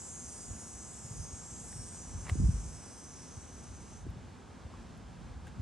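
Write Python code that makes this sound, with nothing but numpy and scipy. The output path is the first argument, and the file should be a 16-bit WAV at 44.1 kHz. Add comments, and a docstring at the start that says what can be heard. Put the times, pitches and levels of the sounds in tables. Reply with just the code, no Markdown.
"""A cicada sings in a tree from the start: tymbal clicks ring its abdomen and reach a hand-held phone
by many paths through swaying leaves. A breeze buffets the microphone over a soft outdoor hush.
Near 2 s the song begins to slow and fade; something rustles close by, then the hardest gust hits.
The strokes turn ragged and stop at about 4 s, leaving wind, hush, dry snaps and two faint ticks."""
import sys
import numpy as np
from scipy import signal
from scipy.fft import rfft, irfft, next_fast_len
from scipy.io import wavfile
from scipy.ndimage import uniform_filter1d

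SR = 44100
rng = np.random.default_rng(int(sys.argv[2]) if len(sys.argv) > 2 else 0)


def materialize(psi):
    """Save the field psi as 16-bit PCM at rate SR to the path in sys.argv[1].

    A 1-D psi becomes a single channel; in a 2-D psi each row is a channel.
    """
    bounded = np.clip(np.atleast_2d(psi).T, -1, 1)
    quanta = np.round(bounded * 32767).astype(np.int16)
    wavfile.write(sys.argv[1], SR, quanta)


N = 247401
TIME = np.arange(N) / SR

# tymbal stroke rate: time_s, rate_hz
STROKE_RATE = [(0, 175.2), (.7, 174.35), (1.4, 174.4), (1.8, 172.9), (2.2, 167.4), (2.8, 161.4), (3.3, 154),
               (4.05, 128)]
# song loudness: time_s, level_db
SONG_LEVEL = [(0.0, -49), (.27, -49), (.33, -50), (0.88, -51.5), (2.0, -50.5), (2.06, -53.5), (3.29, -56),
              (3.49, -58.5), (3.975, -60.5)]
# abdomen resonances, taut at full song: freq_hz, gain_db
ABDOMEN_TAUT = [(3000, -79), (4200, -33), (4900, -9.5), (5500, -5.5), (6050, -2.5), (6500, -1), (7000, 2.5),
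                (7650, -2.5), (8100, 0), (8500, 1.5), (8950, -6), (10100, -8), (11500, -21), (12100, -70)]
# abdomen resonances, slack at the end: freq_hz, gain_db
ABDOMEN_SLACK = [(3000, -62), (4300, -35), (4800, -6.5), (5400, -3), (5700, -1.5), (6100, 8), (6600, 2.5),
                 (7250, -3), (8050, 4), (8800, -3.5), (10000, -8), (11400, -19.5), (12100, -51)]


def cicada(slack_hz=160, taut_hz=175, waver=.0008, flutter_db=.3, tail_t60_s=.43, right_lead_rad=1.13):
    """Rib clicks ring the abdomen, whose resonances sink as the strokes slow."""
    stroke_hz = curve(STROKE_RATE) * (1 + waver * walk(24.08))
    pulses = unit(tymbal(stroke_hz)) + undb(-16) * rng.standard_normal(N)
    tension = np.clip((stroke_hz - slack_hz) / (taut_hz - slack_hz), 0, 1)
    song = unit(tension * colour(pulses, ABDOMEN_TAUT) + (1 - tension) * colour(pulses, ABDOMEN_SLACK))
    buzz = garden(song)
    mid = buzz + ringing_partials(stroke_hz) * running_rms(buzz)
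    # the two microphone ports hear the same paths out of phase, plus a few that differ
    quadrature = signal.hilbert(mid, next_fast_len(N))[:N].imag
    side = np.tan(right_lead_rad / 2) * quadrature + undb(-11) * garden(song)
    # loudness follows the insect's effort, whichever paths are open
    ports = stereo(mid, side) / running_rms(mid)
    tail_db = -60 * np.maximum(TIME - SONG_LEVEL[-1][0], 0) / tail_t60_s
    return ports * undb(curve(SONG_LEVEL) + flutter_db * walk(20) + tail_db)


# rib clicks within one stroke: offset_cycles, level_db
RIB_CLICKS = [(0, 0), (.255, -6.5), (.49, -8), (.755, -5.5)]


def tymbal(stroke_hz, tight_cycles=.0012, loose_cycles=.03, throb_cycles=.0016,
           throb_depth=.07, spread_db=1.34):
    """Each muscle stroke buckles a row of ribs, one click per rib; slower strokes keep looser time."""
    cycles = np.cumsum(stroke_hz) / SR
    stroke = np.arange(int(cycles[-1]))[:, None]
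    chance = rng.standard_normal((len(stroke), 2 + len(RIB_CLICKS)))
    stroke_jitter, size_jitter, rib_jitter = np.split(chance, [1, 2], axis=1)
    slowing = (stroke_hz.max() - np.interp(stroke, cycles, stroke_hz)) / np.ptp(stroke_hz)
    scatter_cycles = tight_cycles + (loose_cycles - tight_cycles) * slowing ** 3
    offset_cycles, rib_db = np.transpose(RIB_CLICKS)
    click_cycles = stroke + offset_cycles + scatter_cycles * (stroke_jitter + rib_jitter)
    click_cycles += throb_cycles * np.interp(stroke, cycles, throb())
    sizes = undb(rib_db + spread_db * size_jitter)
    sizes *= 1 + throb_depth * np.interp(stroke, cycles, throb())
    return clicks(np.interp(click_cycles.ravel(), cycles, TIME), sizes.ravel())


def throb(rate_hz=43, spread_hz=22):
    """Uneven beating, about once in four strokes; rms 1."""
    freq_hz = np.fft.rfftfreq(N, 1 / SR)
    band = np.exp(-2 * ((freq_hz - rate_hz) / spread_hz) ** 2)
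    return unit(irfft(rfft(rng.standard_normal(N)) * band, N))


# partials that stand out of the buzz: peak_s, length_s, approx_pitch_hz, level_re_buzz_db
PARTIALS = [(0.0, 0.23, 7880, -5), (0.02, .2, 6300, -10), (0.123, 0.57, 7360, -5), (0.14, 0.27, 8590, -5),
            (0.193, 0.3, 6480, -9), (0.18, 0.33, 6650, -2.5), (.22, .4, 5780, -18), (0.446, 0.52, 6820, -9),
            (0.522, 0.28, 7160, -9), (0.492, .25, 8400, -8), (0.805, 1, 8020, -5.5), (0.78, 0.3, 6100, -11),
            (.83, 0.2, 6450, -5), (1.02, 0.4, 6800, -5), (1.003, .3, 5570, -12), (1.02, .25, 7490, -7),
            (1.18, 0.36, 8370, -5), (1.27, 0.39, 5930, -12), (1.337, 0.82, 6280, -3.5),
            (1.343, .2, 6630, -3), (1.354, 0.15, 8200, -2.5), (1.4, 0.36, 5580, -14),
            (1.394, 0.83, 4880, -20), (1.5, 0.47, 7500, -4), (1.58, 0.25, 6620, -5),
            (1.696, 0.33, 8490, -13), (1.764, 0.23, 8140, -4), (1.81, .2, 5540, -9),
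            (1.905, .25, 8400, -5.5), (2.442, 0.33, 6110, -9), (2.716, 0.68, 5380, -12),
            (3.205, 0.2, 5450, -8), (3.194, .3, 4950, -18)]


def ringing_partials(stroke_hz, tremble_db=1.8, tremble_cycles=.06, throb_depth=.33):
    """Where paths line up, one harmonic of the stroke rate swells into a trembling tone and fades."""
    cycles = np.cumsum(stroke_hz) / SR
    tremble = undb(tremble_db * walk(30)) * np.exp(2j * np.pi * tremble_cycles * walk(40))
    tremble *= 1 + throb_depth * (throb() + 1j * throb())
    out = np.zeros(N)
    for peak_s, length_s, approx_pitch_hz, level_db in PARTIALS:
        span = np.abs(TIME - peak_s) < length_s / 2
        harmonic = np.round(approx_pitch_hz / np.interp(peak_s, TIME, stroke_hz))
        own_tremble = np.roll(tremble, rng.integers(N))[span]
        tone = own_tremble * np.exp(2j * np.pi * (harmonic * cycles[span] + rng.random()))
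        envelope = np.cos(np.pi * (TIME[span] - peak_s) / length_s)
        out[span] += undb(level_db) * envelope * unit(tone.real)
    return out


def garden(song):
    """Slowly changing paths through the tree, quicker ones through flowers, and a faint distant wash."""
    tree = foliage(song, t60_s=.075, sway_s=.2)
    flowers = undb(-5) * foliage(song, t60_s=.04, sway_s=.09)
    distance = undb(-9) * foliage(song, t60_s=.3, sway_s=.05)
    return tree + flowers + distance


def foliage(song, t60_s, sway_s):
    """As leaves sway, one spray of echoes gives way to the next, so each partial fades on its own."""
    hop = int(sway_s * SR)
    window = signal.windows.cosine(2 * hop)
    age_s = TIME[:int(t60_s * SR / 2)]
    padded = np.pad(song, (hop, 2 * hop + SR))
    out = np.zeros(len(padded))
    for start in range(0, N + hop, hop):
        paths = rng.standard_normal(len(age_s)) * decay(age_s, t60_s)
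        echo = signal.fftconvolve(padded[start:start + 2 * hop] * window, paths / np.linalg.norm(paths))
        out[start:start + len(echo)] += echo
    return out[hop:hop + N]


# turbulence spectrum: freq_hz, gain_db
WIND_SPECTRUM = [(22, -19), (45, 7.5), (70, 7), (120, 1.5), (180, 0), (250, -18.5), (350, -20.5),
                 (550, -44), (1200, -82)]
# turbulence stereo width: freq_hz, side_re_mid_db
WIND_WIDTH = [(40, -12), (120, -6), (350, -3)]


def wind(breeze_db=-58.5, wander_db=2.5, rumble_trim_db=-.5):
    """Turbulence rumbles on the microphone with a wandering breeze and gusts; gusts and eddies thump."""
    turbulence = stereo_noise(WIND_SPECTRUM, WIND_WIDTH)
    breeze = undb(breeze_db + wander_db * walk(4.07))
    gust_swells, gust_thumps = gusts()
    airflow = np.linalg.norm([breeze] + gust_swells, axis=0)
    return turbulence * airflow * undb(rumble_trim_db) + gust_thumps + eddies()


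# gusts on the microphone: peak_s, level_db, rise_and_fall_s
GUSTS = [(0.512, -43, 0.041), (1.194, -41.5, 0.056), (1.79, -47.5, 0.078), (2.16, -41.5, 0.062),
         (2.437, -24, 0.058), (2.653, -44.5, 0.14), (3.369, -46, 0.018), (3.701, -51, 0.25),
         (4.089, -42.5, 0.11), (4.652, -45, 0.011), (5.303, -48, 0.54), (5.591, -38.5, 0.024)]


def gusts(thump_gain_db=7, deepest_hz=64.2, db_per_octave=51):
    """Airflow envelopes, and the thump each gust lands at its peak; harder gusts thump deeper."""
    hardest_db = max(level_db for _, level_db, _ in GUSTS)
    swells, thumps = [], np.zeros(N)
    for peak_s, level_db, slope_s in GUSTS:
        swells.append(undb(level_db) * swell(peak_s, slope_s, slope_s))
        pitch_hz = deepest_hz * 2 ** ((hardest_db - level_db) / db_per_octave)
        thumps += thump(peak_s, level_db + thump_gain_db, pitch_hz)
    return swells, thumps


# lone eddies: start_s, level_db, pitch_hz
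EDDIES = [(0.504, -35.5, 85), (1.046, -37, 118), (1.108, -35, 109), (1.328, -38.5, 84), (1.756, -37.5, 110),
          (2.138, -33.5, 75), (2.315, -22, 87), (2.354, -32.5, 258), (2.398, -28, 220), (2.488, -17, 99),
          (2.534, -24, 57), (2.572, -29.5, 50), (3.368, -43, 100), (4.066, -35, 280), (4.165, -37.5, 129),
          (4.649, -37, 85), (5.358, -40, 67)]


def eddies():
    """Hard eddies strike the microphone, one thump each."""
    return sum(thump(*eddy) for eddy in EDDIES)


def thump(start_s, level_db, pitch_hz, rise_cycles=.46):
    """A low pressure swing that swells and dies within a few cycles."""
    cycles = np.maximum(TIME - start_s, 0) * pitch_hz
    envelope = cycles / rise_cycles * np.exp(1 - cycles / rise_cycles)
    return undb(level_db) * envelope * np.sin(2 * np.pi * cycles)


# rustle spectrum: freq_hz, gain_db
RUSTLE_SPECTRUM = [(250, -2), (600, 4.5), (1300, -1.5), (2200, -2.5), (3000, -5.5), (5000, -14),
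                   (9000, -9.5), (12000, -22), (15500, -33)]


def rustle(grain_db=3):
    """Small noises close by: one grainy noise feeds the brushing and the crackle of the snaps."""
    grains = unit(colour(rng.standard_normal(N) * undb(grain_db * walk(700)), RUSTLE_SPECTRUM))
    return snaps(grains) + brushing(grains)


# dry snaps and two faint, very high ticks: start_s, level_db, pitch_hz, ring_t60_s, crackle_re_ring_db
SNAPS = [(1.728, -41, 1800, .008, -15), (2.2675, -43, 1300, .012, -19), (2.282, -35, 2000, .009, -12),
         (2.2912, -39, 2300, .007, -4), (2.296, -23, 2000, .009, -15), (4.1042, -55, 11200, .009, -20),
         (4.7385, -38.5, 1130, .014, -23), (4.9762, -54, 11000, .009, -20), (5.47, -40, 1600, .016, -17)]


def snaps(grains, attack_s=.0005, crackle_t60_s=.012, knock_ratio=.32, knock_db=-12):
    """Each snap or tick rings briefly and crackles, over a duller knock."""
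    age_s = TIME[:SR // 20]
    attack = 1 - np.exp(-age_s / attack_s)
    out = np.zeros(N)
    for start_s, level_db, pitch_hz, ring_t60_s, crackle_db in SNAPS:
        start = int(start_s * SR)
        span = slice(start, start + len(age_s))
        phase_rad = 2 * np.pi * pitch_hz * age_s
        knock = undb(knock_db) * np.sin(knock_ratio * phase_rad)
        ring = (np.sin(phase_rad) + knock) * attack * decay(age_s, ring_t60_s)
        crackle = grains[span] * decay(age_s, crackle_t60_s)
        out[span] += undb(level_db) * (ring + undb(crackle_db) * crackle)
    return out


# soft brushes: peak_s, rise_s, level_db, lowpass_hz
BRUSHES = [(2.272, .018, -51, 3000), (2.302, .016, -45, 12000), (5.485, .022, -56, 12000)]


def brushing(grains, release_s=.005):
    """Soft, grainy brushing builds up and abruptly lets go."""
    out = np.zeros(N)
    for peak_s, rise_s, level_db, lowpass_hz in BRUSHES:
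        dulled = signal.sosfilt(signal.butter(2, lowpass_hz, fs=SR, output="sos"), grains)
        out += undb(level_db) * swell(peak_s, rise_s, release_s) * dulled
    return out


# outdoor hush spectrum: freq_hz, gain_db
HUSH_SPECTRUM = [(41, -18), (70, 0), (130, -9), (241, -6), (305, -14), (346, -14), (657, -20), (747, -17.5),
                 (1300, -22), (1450, -23.5), (1620, -22.5), (1820, -27), (2170, -28.5), (2740, -29.5),
                 (3800, -32), (7630, -36), (10100, -44.5), (11400, -51.5), (12300, -66), (14400, -67),
                 (15000, -100), (22000, -120)]
# stereo width the phone gives the hush, nearly mono from 2 to 4.3 kHz: freq_hz, side_re_mid_db
HUSH_WIDTH_IN_PHONE = [(60, -12), (270, -8), (600, -5), (1500, -5), (1950, -32), (4300, -38), (5200, -5),
                       (11000, -2)]
# hush balance: freq_hz, left_re_right_db
HUSH_BALANCE = [(300, 0), (600, -3.2), (1100, -3.4), (1600, -2), (1900, 0)]


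def hush(level_db=-52, flicker_db=.5):
    """Distant traffic and leaves, a little to the right, flickering slightly."""
    left, right = stereo_noise(HUSH_SPECTRUM, HUSH_WIDTH_IN_PHONE)
    lean = np.sqrt(gains(HUSH_BALANCE, np.fft.rfftfreq(N, 1 / SR)))
    ports = irfft(np.array([rfft(left) * lean, rfft(right) / lean]), N)
    return ports * undb(level_db + flicker_db * walk(14))


def undb(db):
    """Decibels to gain."""
    return 10 ** (np.asarray(db) / 20)


def curve(rows):
    """Rows of (time_s, value) joined by straight lines."""
    return np.interp(TIME, *np.transpose(rows))


def swell(peak_s, rise_s, fall_s):
    """Exponential rise to 1 at peak_s, then exponential fall."""
    return np.exp(-np.maximum((peak_s - TIME) / rise_s, (TIME - peak_s) / fall_s))


def decay(age_s, t60_s):
    """Envelope falling 60 dB in t60_s."""
    return undb(-60 * age_s / t60_s)


def unit(x):
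    """Scaled to rms 1."""
    return x / np.sqrt(np.mean(x ** 2))


def running_rms(x):
    """Rms over a sliding 0.1 s."""
    return np.sqrt(uniform_filter1d(x ** 2, SR // 10))


def gains(spectrum, freq_hz):
    """Gain of a (freq_hz, gain_db) spectrum at the given frequencies."""
    points_hz, points_db = np.transpose(spectrum)
    return undb(np.interp(np.log(freq_hz + 1), np.log(points_hz), points_db))


def colour(x, spectrum, taps=4096):
    """Minimum-phase filter with the given spectrum."""
    cepstrum = irfft(np.log(gains(spectrum, np.fft.rfftfreq(taps, 1 / SR))))
    cepstrum[1:taps // 2] *= 2
    cepstrum[taps // 2 + 1:] = 0
    return signal.oaconvolve(x, irfft(np.exp(rfft(cepstrum))))[:N]


def walk(rate_hz):
    """Random steps, smoothed twice; rms 1."""
    hold = int(SR / rate_hz)
    steps = np.repeat(rng.standard_normal(N // hold + 1), hold)
    return unit(uniform_filter1d(uniform_filter1d(steps, hold), hold)[:N])


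def stereo(mid, side):
    """Mid and side to left and right."""
    return np.array([mid + side, mid - side])


def stereo_noise(spectrum, width):
    """Noise of a given spectrum and stereo width; mid rms 1."""
    mid, side = (unit(colour(rng.standard_normal(N), spectrum)) for _ in range(2))
    return stereo(mid, colour(side, width))


def clicks(times_s, sizes, half_taps=8):
    """Impulses placed between samples by a windowed sinc."""
    position = times_s[:, None] * SR
    index = position.astype(int) + np.arange(1 - half_taps, half_taps + 1)
    offset = index - position
    shape = np.sinc(offset) * np.cos(np.pi * offset / (2 * half_taps)) ** 2
    return np.bincount(np.clip(index, 0, N).ravel(), (sizes[:, None] * shape).ravel(), N + 1)[:N]


def scene():
    """The cicada over the garden's small noises."""
    return cicada() + wind() + rustle() + hush()


def record(dry):
    """The phone cuts rumble below 41 Hz and treble above 15.5 kHz."""
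    highpass = signal.butter(4, 41, "high", fs=SR, output="sos")
    lowpass = signal.ellip(8, .2, 70, 15500, fs=SR, output="sos")
    return signal.sosfilt(lowpass, signal.sosfilt(highpass, dry))


dry = scene()
out = record(dry)
materialize(out)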